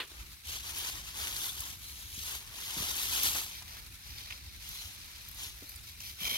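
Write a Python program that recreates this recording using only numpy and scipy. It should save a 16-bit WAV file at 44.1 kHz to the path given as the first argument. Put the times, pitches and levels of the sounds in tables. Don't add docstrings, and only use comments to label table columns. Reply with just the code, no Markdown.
import sys
import numpy as np
from scipy import signal
from scipy.fft import rfft, irfft, next_fast_len
from scipy.io import wavfile
from scipy.ndimage import map_coordinates

SR = 44100
rng = np.random.default_rng(int(sys.argv[2]) if len(sys.argv) > 2 else 0)


def unload_audio(sound):
    columns = np.transpose(np.atleast_2d(sound))
    steps = np.round(np.clip(columns, -1, 1) * 32767)
    wavfile.write(sys.argv[1], SR, steps.astype(np.int16))


N = 280917
TIME = np.arange(N) / SR


def amp(db):
    return 10 ** (np.asarray(db) / 20)


def unit(x):
    return x / np.sqrt(np.mean(x ** 2) + 1e-20)


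def balance(db):
    return amp(db * np.array([[1], [-1]]))


def along(points, hz):
    f, level = np.transpose(points)
    return np.interp(np.log(hz + 1), np.log(f + 1), level)


def curve(points):
    return np.interp(TIME, *np.transpose(points))


def wobble(rate):
    coarse = TIME[::8]
    knots = rng.standard_normal(int(N * rate / SR) + 4)
    return np.interp(TIME, coarse, map_coordinates(knots, [coarse * rate]))


def coloured(x, gain):
    m = 2 * next_fast_len(N // 2 + 4096)
    magnitude = np.maximum(gain(np.fft.rfftfreq(m, 1 / SR)), 1e-6)
    cepstrum = irfft(np.log(magnitude), m)
    cepstrum[1:m // 2] *= 2
    cepstrum[m // 2 + 1:] = 0
    return irfft(rfft(x, m) * np.exp(rfft(cepstrum)), m)[..., :N]


def scattered(x, wet_db, t60):
    block = SR // 100
    t = np.arange(3 * block) / SR
    short_waves = signal.sosfilt(signal.butter(2, 650, "highpass", fs=SR, output="sos"), x)
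    pieces = np.pad(short_waves, ((0, 0), (0, -N % block))).reshape(2, -1, block)
    tails = rng.standard_normal((2, pieces.shape[1], len(t)))
    tails *= amp(-60 * t / t60) * (1 - np.exp(-t / 0.00064))
    tails /= np.linalg.norm(tails, axis=-1, keepdims=True)
    echoes = signal.fftconvolve(pieces, tails, axes=2)
    at = block * np.arange(pieces.shape[1])[:, None] + np.arange(echoes.shape[2])
    return x + amp(wet_db) * np.array([np.bincount(at.ravel(), side.ravel())[:N] for side in echoes])


def fractures(lead_ms, per_second, size_db, spread_ms, clump_db):
    polarity, strength, spot = rng.standard_normal((int(per_second * N / SR), 3)).T
    at = rng.integers(0, N, len(spot))
    clumps = wobble(45) + wobble(220)
    size = np.sign(polarity) * amp(size_db * np.minimum(strength, 2.5) + clump_db * clumps[at])
    half_lead = (lead_ms[at] + spread_ms * spot) * SR / 2000
    arrivals = np.round(4 * np.array([at - half_lead, at + half_lead]))
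    fine = [np.bincount(side, size, 4 * N) for side in np.clip(arrivals, 0, 4 * N - 1).astype(int)]
    return unit(signal.resample_poly(np.array(fine), 1, 4, axis=1))


def rustle(clicks, colour_db, levels, flutter_db):
    bands_hz = [(1900, 7500), (7500, 20000), (150, 1900)]
    out = np.zeros((2, N))
    for (lo, hi), db in zip(bands_hz, levels):
        def gain(hz):
            return amp(colour_db(hz)) / np.sqrt((1 + (lo / (hz + 1)) ** 12) * (1 + (hz / hi) ** 12))
        out += amp(db) * unit(coloured(clicks, gain) * amp(flutter_db * wobble(300)))
    return out


def burst(hz, width, t60):
    t = np.arange(SR // 5) / SR
    kick = rng.standard_normal(len(t)) * amp(-60 * t / t60)
    b, a = signal.iirpeak(min(hz, SR / 2.5), max(1 / width, hz / 9000), SR)
    ring = signal.lfilter(b, a, kick)
    return ring / np.abs(ring).max()


def stroke(start, length, attack_s=0.093, release_db_per_s=146):
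    t = TIME - start
    rise = np.sin(np.pi / 2 * np.clip(t / attack_s, 0, 1))
    return rise * amp(-release_db_per_s * np.clip(t - length, 0, 1))


def effort(strokes):
    power = np.full((3, N), 1e-12)
    for start, length, db, fizz_db, body_db in strokes:
        power += (amp([[db], [db + fizz_db], [db + body_db]]) * stroke(start, length)) ** 2
    return 10 * np.log10(power)


# f/Hz, relative density/dB
RUMBLE_SPECTRUM = [(12, -27), (20, -18), (40, -2), (60, 5), (98, -1), (139, -9.5), (387, -24), (500, -39),
                   (650, -45), (1100, -120)]
# t/s, level/dB
RUMBLE_ENVELOPE = [(0, -54), (.09, -62), (.24, -48.5), (.39, -62.5), (.5, -55), (2.5, -53.5), (5.2, -55),
                   (6.37, -55.5)]
# t/s, envelope peak/dB
BUMPS = [(.21, -39.5), (.475, -45), (.94, -45), (1.23, -43), (1.605, -44), (1.91, -48), (2.811, -40),
         (4.131, -45), (4.32, -45), (4.48, -45), (4.63, -46), (4.861, -43), (5.77, -46.5), (5.92, -45),
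         (6.26, -45.5)]
def rumble(bump_s=0.014, bump_hz=68):
    mid, side = coloured(rng.standard_normal((2, N)), lambda hz: amp(along(RUMBLE_SPECTRUM, hz)))
    side = side * amp(-10.0)
    noise = unit(np.array([mid + side, mid - side]) * amp(1.7 * wobble(16)))
    out = amp(curve(RUMBLE_ENVELOPE)) * noise
    for (s, db), (turn, detune) in zip(BUMPS, rng.uniform(-1, 1, (len(BUMPS), 2))):
        t = TIME - s
        phase = 2 * np.pi * bump_hz * (1 + 0.14 * detune) * t + np.pi * turn
        out += amp(db) * np.exp(-(t / bump_s) ** 2) * np.cos(phase)
    return out


# f/Hz, relative density/dB
FIELD_SPECTRUM = [(150, -22), (330, -18), (560, -22), (950, -17.5), (1400, -13), (1900, -11), (2350, -3),
                  (3100, -6.5), (4000, -1), (4600, -5), (5700, -8), (7600, -17), (12500, -13), (15800, -20)]
# crackle/dB, fizz/dB, body/dB
FIELD_LEVELS = (-56.5, -56, -64.5)
def field_leaves():
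    clicks = fractures(np.full(N, -0.063), per_second=5000, size_db=4.0, spread_ms=0.096, clump_db=1.0)
    clicks = scattered(clicks, wet_db=0.0, t60=0.03)
    sound = rustle(clicks, lambda hz: along(FIELD_SPECTRUM, hz), FIELD_LEVELS, flutter_db=0.5)
    return sound * amp(0.91 * wobble(25)) * balance(0.35)


# t/s, duration/s, first f/Hz, last f/Hz, level/dB
BIRD_NOTES = [(5.654, 0.065, 3720, 5120, -53.5), (5.755, .026, 5200, 4450, -54)]
def bird():
    out = np.zeros(N)
    for start, length, first_hz, last_hz, db in BIRD_NOTES:
        u = np.clip((TIME - start) / length, 0, 1)
        hz = first_hz * (last_hz / first_hz) ** u * (1 + 0.0087 * wobble(300))
        out += amp(db) * np.sqrt(4 * u * (1 - u)) * np.sin(2 * np.pi * np.cumsum(hz) / SR)
    return out


ASIDE_LEAD_MS = -0.428
# f/Hz, relative density/dB
ASIDE_SPECTRUM = [(150, -7), (300, -18.5), (565, -15), (950, -7.5), (1600, -11.5), (2300, -2.5), (2800, -5),
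                  (3700, 1), (6000, -2), (7600, -20), (12500, -5.5), (15800, -15.5)]
# f/Hz, bandwidth/Hz, gain/dB
STALK_BANDS = [(1790, 230, -5), (2317, 230, 8), (2712, 190, -1), (3170, 460, 12.5), (4670, 300, -9)]
# t/s, duration/s, crackle level/dB, fizz and body/dB re crackle
ASIDE_STROKES = [(3.484, 0.081, -48, -2.5, -9.5), (3.635, 0.16, -52.5, -2, -3.5),
                 (3.974, 0.26, -53.0, -4, -9.5), (4.131, 0.22, -51.5, -9, -9.5),
                 (4.356, 0.32, -56, -9, -12.0), (4.651, 0.141, -52.5, 1, -13), (4.886, 0.4, -56.5, -10, -9),
                 (5.533, 0.19, -57, 3, -3), (5.821, 0.055, -50, -1.5, -15.5), (5.962, 0.14, -48, -0.5, -16),
                 (6.174, 0.24, -37.0, -3, -10.5)]
def leaves_aside(hard_db=-47.5, transition_db=3):
    def plain(hz):
        return along(ASIDE_SPECTRUM, hz)

    def hollow(hz):
        return plain(hz) + sum(db / (1 + (2 * (hz - f) / width) ** 2) for f, width, db in STALK_BANDS)

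    levels = effort(ASIDE_STROKES)
    hard = (1 + np.tanh((levels[0] - hard_db) / transition_db)) / 2
    lead_ms = np.full(N, ASIDE_LEAD_MS)
    out = np.zeros((2, N))
    for colour, power_share in [(plain, 1 - hard), (hollow, hard)]:
        clicks = fractures(lead_ms, per_second=5000, size_db=5.5, spread_ms=0.027, clump_db=0.7)
        clicks = scattered(clicks, wet_db=-4.0, t60=0.028)
        out += np.sqrt(power_share) * rustle(clicks, colour, levels, flutter_db=-0.6)
    return out * balance(0.49)


# f/Hz, relative density/dB
SOIL_SPECTRUM = [(120, -41), (200, -15), (397, 0), (789, -12), (1040, -5.5), (2420, -4), (3010, -0.5),
                 (4310, -6), (5760, -27), (10300, -23), (15000, -27)]
def clod(t60=0.15):
    clicks = fractures(np.zeros(N), per_second=4000, size_db=3, spread_ms=0.027, clump_db=-0.8)
    clicks = scattered(clicks, wet_db=-5.5, t60=0.0092)
    crunch = unit(coloured(clicks, lambda hz: amp(along(SOIL_SPECTRUM, hz))))
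    return crunch * amp(-32.5 - 60 * TIME / t60)


# t/s, peak before the low-pass/dB, f/Hz
SOIL_IMPACTS = [(0.115, -48.5, 440), (2.173, -45, 218), (2.767, -33.5, 190), (2.8, -33.5, 181),
                (2.824, -36.5, 300), (2.888, -45, 334), (3.354, -33.5, 1010), (3.617, -44.5, 1020),
                (5.621, -41, 286), (5.625, -52, 910), (6.21, -44, 199), (6.27, -44, 374), (6.318, -41, 333)]
def knocks():
    out = np.zeros(N + SR)
    for s, db, hz in SOIL_IMPACTS:
        lowpass = signal.butter(2, 1.5 * hz, fs=SR, output="sos")
        thud = signal.sosfilt(lowpass, burst(hz, width=0.55, t60=0.075))
        out[round(s * SR):][:len(thud)] += amp(db) * thud
    return out[:N]


# t/s, duration/s, f/Hz, level/dB
STALK_SLIPS = [(1.387, 0.092, 3550, -46), (1.81, 0.026, 4080, -44.5), (1.91, .15, 3920, -58),
               (2.67, 0.18, 4110, -73), (2.948, .09, 4210, -49), (4.14, .09, 4350, -60),
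               (4.7, .08, 4050, -47.5), (5.1, .15, 4400, -62), (5.3, .08, 3830, -55)]
def stalk_friction():
    warped_time = np.cumsum(1 + 0.015 * wobble(14)) / SR
    tone = sum(amp(db) * stroke(start, length) * np.exp(2j * np.pi * hz * warped_time)
               for start, length, hz, db in STALK_SLIPS)
    grain = np.array([wobble(450) + 1j * wobble(450) for side in "LR"])
    return np.real(tone * grain) * unit(amp(5.9 * wobble(60)))


# t/s, ring level/dB, f/Hz, crack/dB re ring
LEAF_BREAKS = [(0.776, -26.5, 5440, -3), (0.785, -24, 12100, -3), (1.271, -25.5, 3500, 0),
               (1.3653, -25, 4440, 0), (1.605, -30, 9400, 7), (2.145, -32.5, 6610, 3),
               (2.4753, -37, 3910, 2), (3.1794, -24, 3660, -9), (3.2326, -12, 12900, -8),
               (3.245, -20, 3100, -9), (3.5124, -36.5, 2960, 3), (3.6242, -41, 4650, 6),
               (4.1833, -30, 4890, -6), (4.3054, -23, 2780, -10.5), (4.309, -30, 2480, -3),
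               (4.3242, -26, 2840, -11), (4.69, -28.5, 12200, -1.5), (5.015, -33, 4730, -7),
               (5.287, -28, 12200, -8), (5.314, -31, 12000, -12), (5.346, -30, 12100, -8),
               (5.6937, -28.5, 12000, -4), (5.76, -35, 10100, 2), (6.004, -28.5, 4160, -1),
               (6.066, -35, 4960, 1), (6.2487, -36, 2310, -14), (6.298, -29, 3030, -7)]
def snaps(lead_ms, ring_t60=0.0042):
    out = np.zeros((2, N + SR))
    t = np.arange(SR // 5) / SR
    for s, db, hz, crack_db in LEAF_BREAKS:
        ring = np.sin(2 * np.pi * hz * t) * amp(-60 * t / ring_t60) * (1 - np.exp(-t / 0.0002))
        snap = amp(db) * (ring + amp(crack_db) * burst(hz, width=0.65, t60=0.007))
        left = round(s * SR)
        right = left + round(lead_ms[left] * SR / 1000)
        out[0, left:][:len(t)] += snap
        out[1, right:][:len(t)] += snap
    return scattered(out[:, :N], wet_db=-1.0, t60=0.036)


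# f/Hz, relative density/dB
TOPS_SPECTRUM = [(150, -14.5), (320, -7.5), (560, -13.5), (950, -5.5), (1450, -6), (2000, -4.5),
                 (2600, -1.5), (3050, 3), (4400, 0.5), (5100, -1.5), (6500, 0), (7500, -9), (12000, 0.5),
                 (15800, -9)]
# t/s, lead of the left channel/ms
GRIP_LEAD = [(0.45, 0.27), (.72, 0.19), (1.0, 0.24), (1.22, 0.2), (2.1, 0.29), (2.3, 0.22), (2.6, 0.2),
             (3.25, 0.24), (4.6, 0.19)]
# t/s, duration/s, crackle level/dB, fizz and body/dB re crackle
HAND_STROKES = [(0.068, 0.14, -56, -5, -2.5), (0.433, 0.13, -41.5, -2.5, -12),
                (0.611, 0.092, -43, -1.5, -9), (0.727, 0.049, -37, -1.5, -11),
                (0.809, 0.071, -38.5, -1.5, -9), (0.896, 0.091, -46, -2.5, -6),
                (1.015, 0.075, -45, -3.5, -12), (1.124, 0.155, -40.5, -1.0, -8),
                (1.28, 0.11, -42.5, 1, -9.5), (1.377, 0.085, -39.0, 2, -11), (1.502, 0.2, -47, 1, -7.5),
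                (1.761, 0.36, -53, 2.5, -11.5), (2.103, 0.136, -45.5, 0.5, -16.5),
                (2.216, 0.14, -43, 0, -8.5), (2.424, 0.19, -54, -2.0, -4),
                (2.517, 0.21, -44.5, -1.5, -11.0), (2.648, 0.17, -44, -1.5, -9),
                (2.732, 0.18, -38.5, -1, -9.5), (2.919, 0.14, -38, 1.5, -11.0),
                (3.068, 0.12, -35.0, 0, -11), (3.189, 0.085, -31.5, 2, -11.5),
                (3.292, 0.096, -36.5, 1, -8.5), (3.408, 0.082, -48.5, -5, -14),
                (4.594, 0.3, -49, -2.5, -12.5), (4.889, 0.56, -58.5, -1.5, -10.5),
                (5.348, 0.095, -42.5, -2.0, -12.5)]
def onion_tops():
    clicks = fractures(curve(GRIP_LEAD), per_second=5000, size_db=2.5, spread_ms=0.019, clump_db=0.59)
    clicks = scattered(clicks, wet_db=-1.5, t60=0.023)
    sound = rustle(clicks, lambda hz: along(TOPS_SPECTRUM, hz), effort(HAND_STROKES), flutter_db=0.93)
    return sound * balance(0.88)


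def scene():
    aside_louder = effort(ASIDE_STROKES)[0] > effort(HAND_STROKES)[0]
    snap_lead_ms = np.where(aside_louder, ASIDE_LEAD_MS, curve(GRIP_LEAD))
    foliage = onion_tops() + stalk_friction() + leaves_aside() + field_leaves() + snaps(snap_lead_ms)
    return foliage + knocks() + clod() + rumble() + bird()


def record(dry, cutoff_hz=15900):
    m = next_fast_len(N + SR // 4)
    passband = np.fft.rfftfreq(m, 1 / SR) < cutoff_hz
    return irfft(rfft(dry, m) * passband, m)[:, :N]


dry = scene()
out = record(dry)
unload_audio(out)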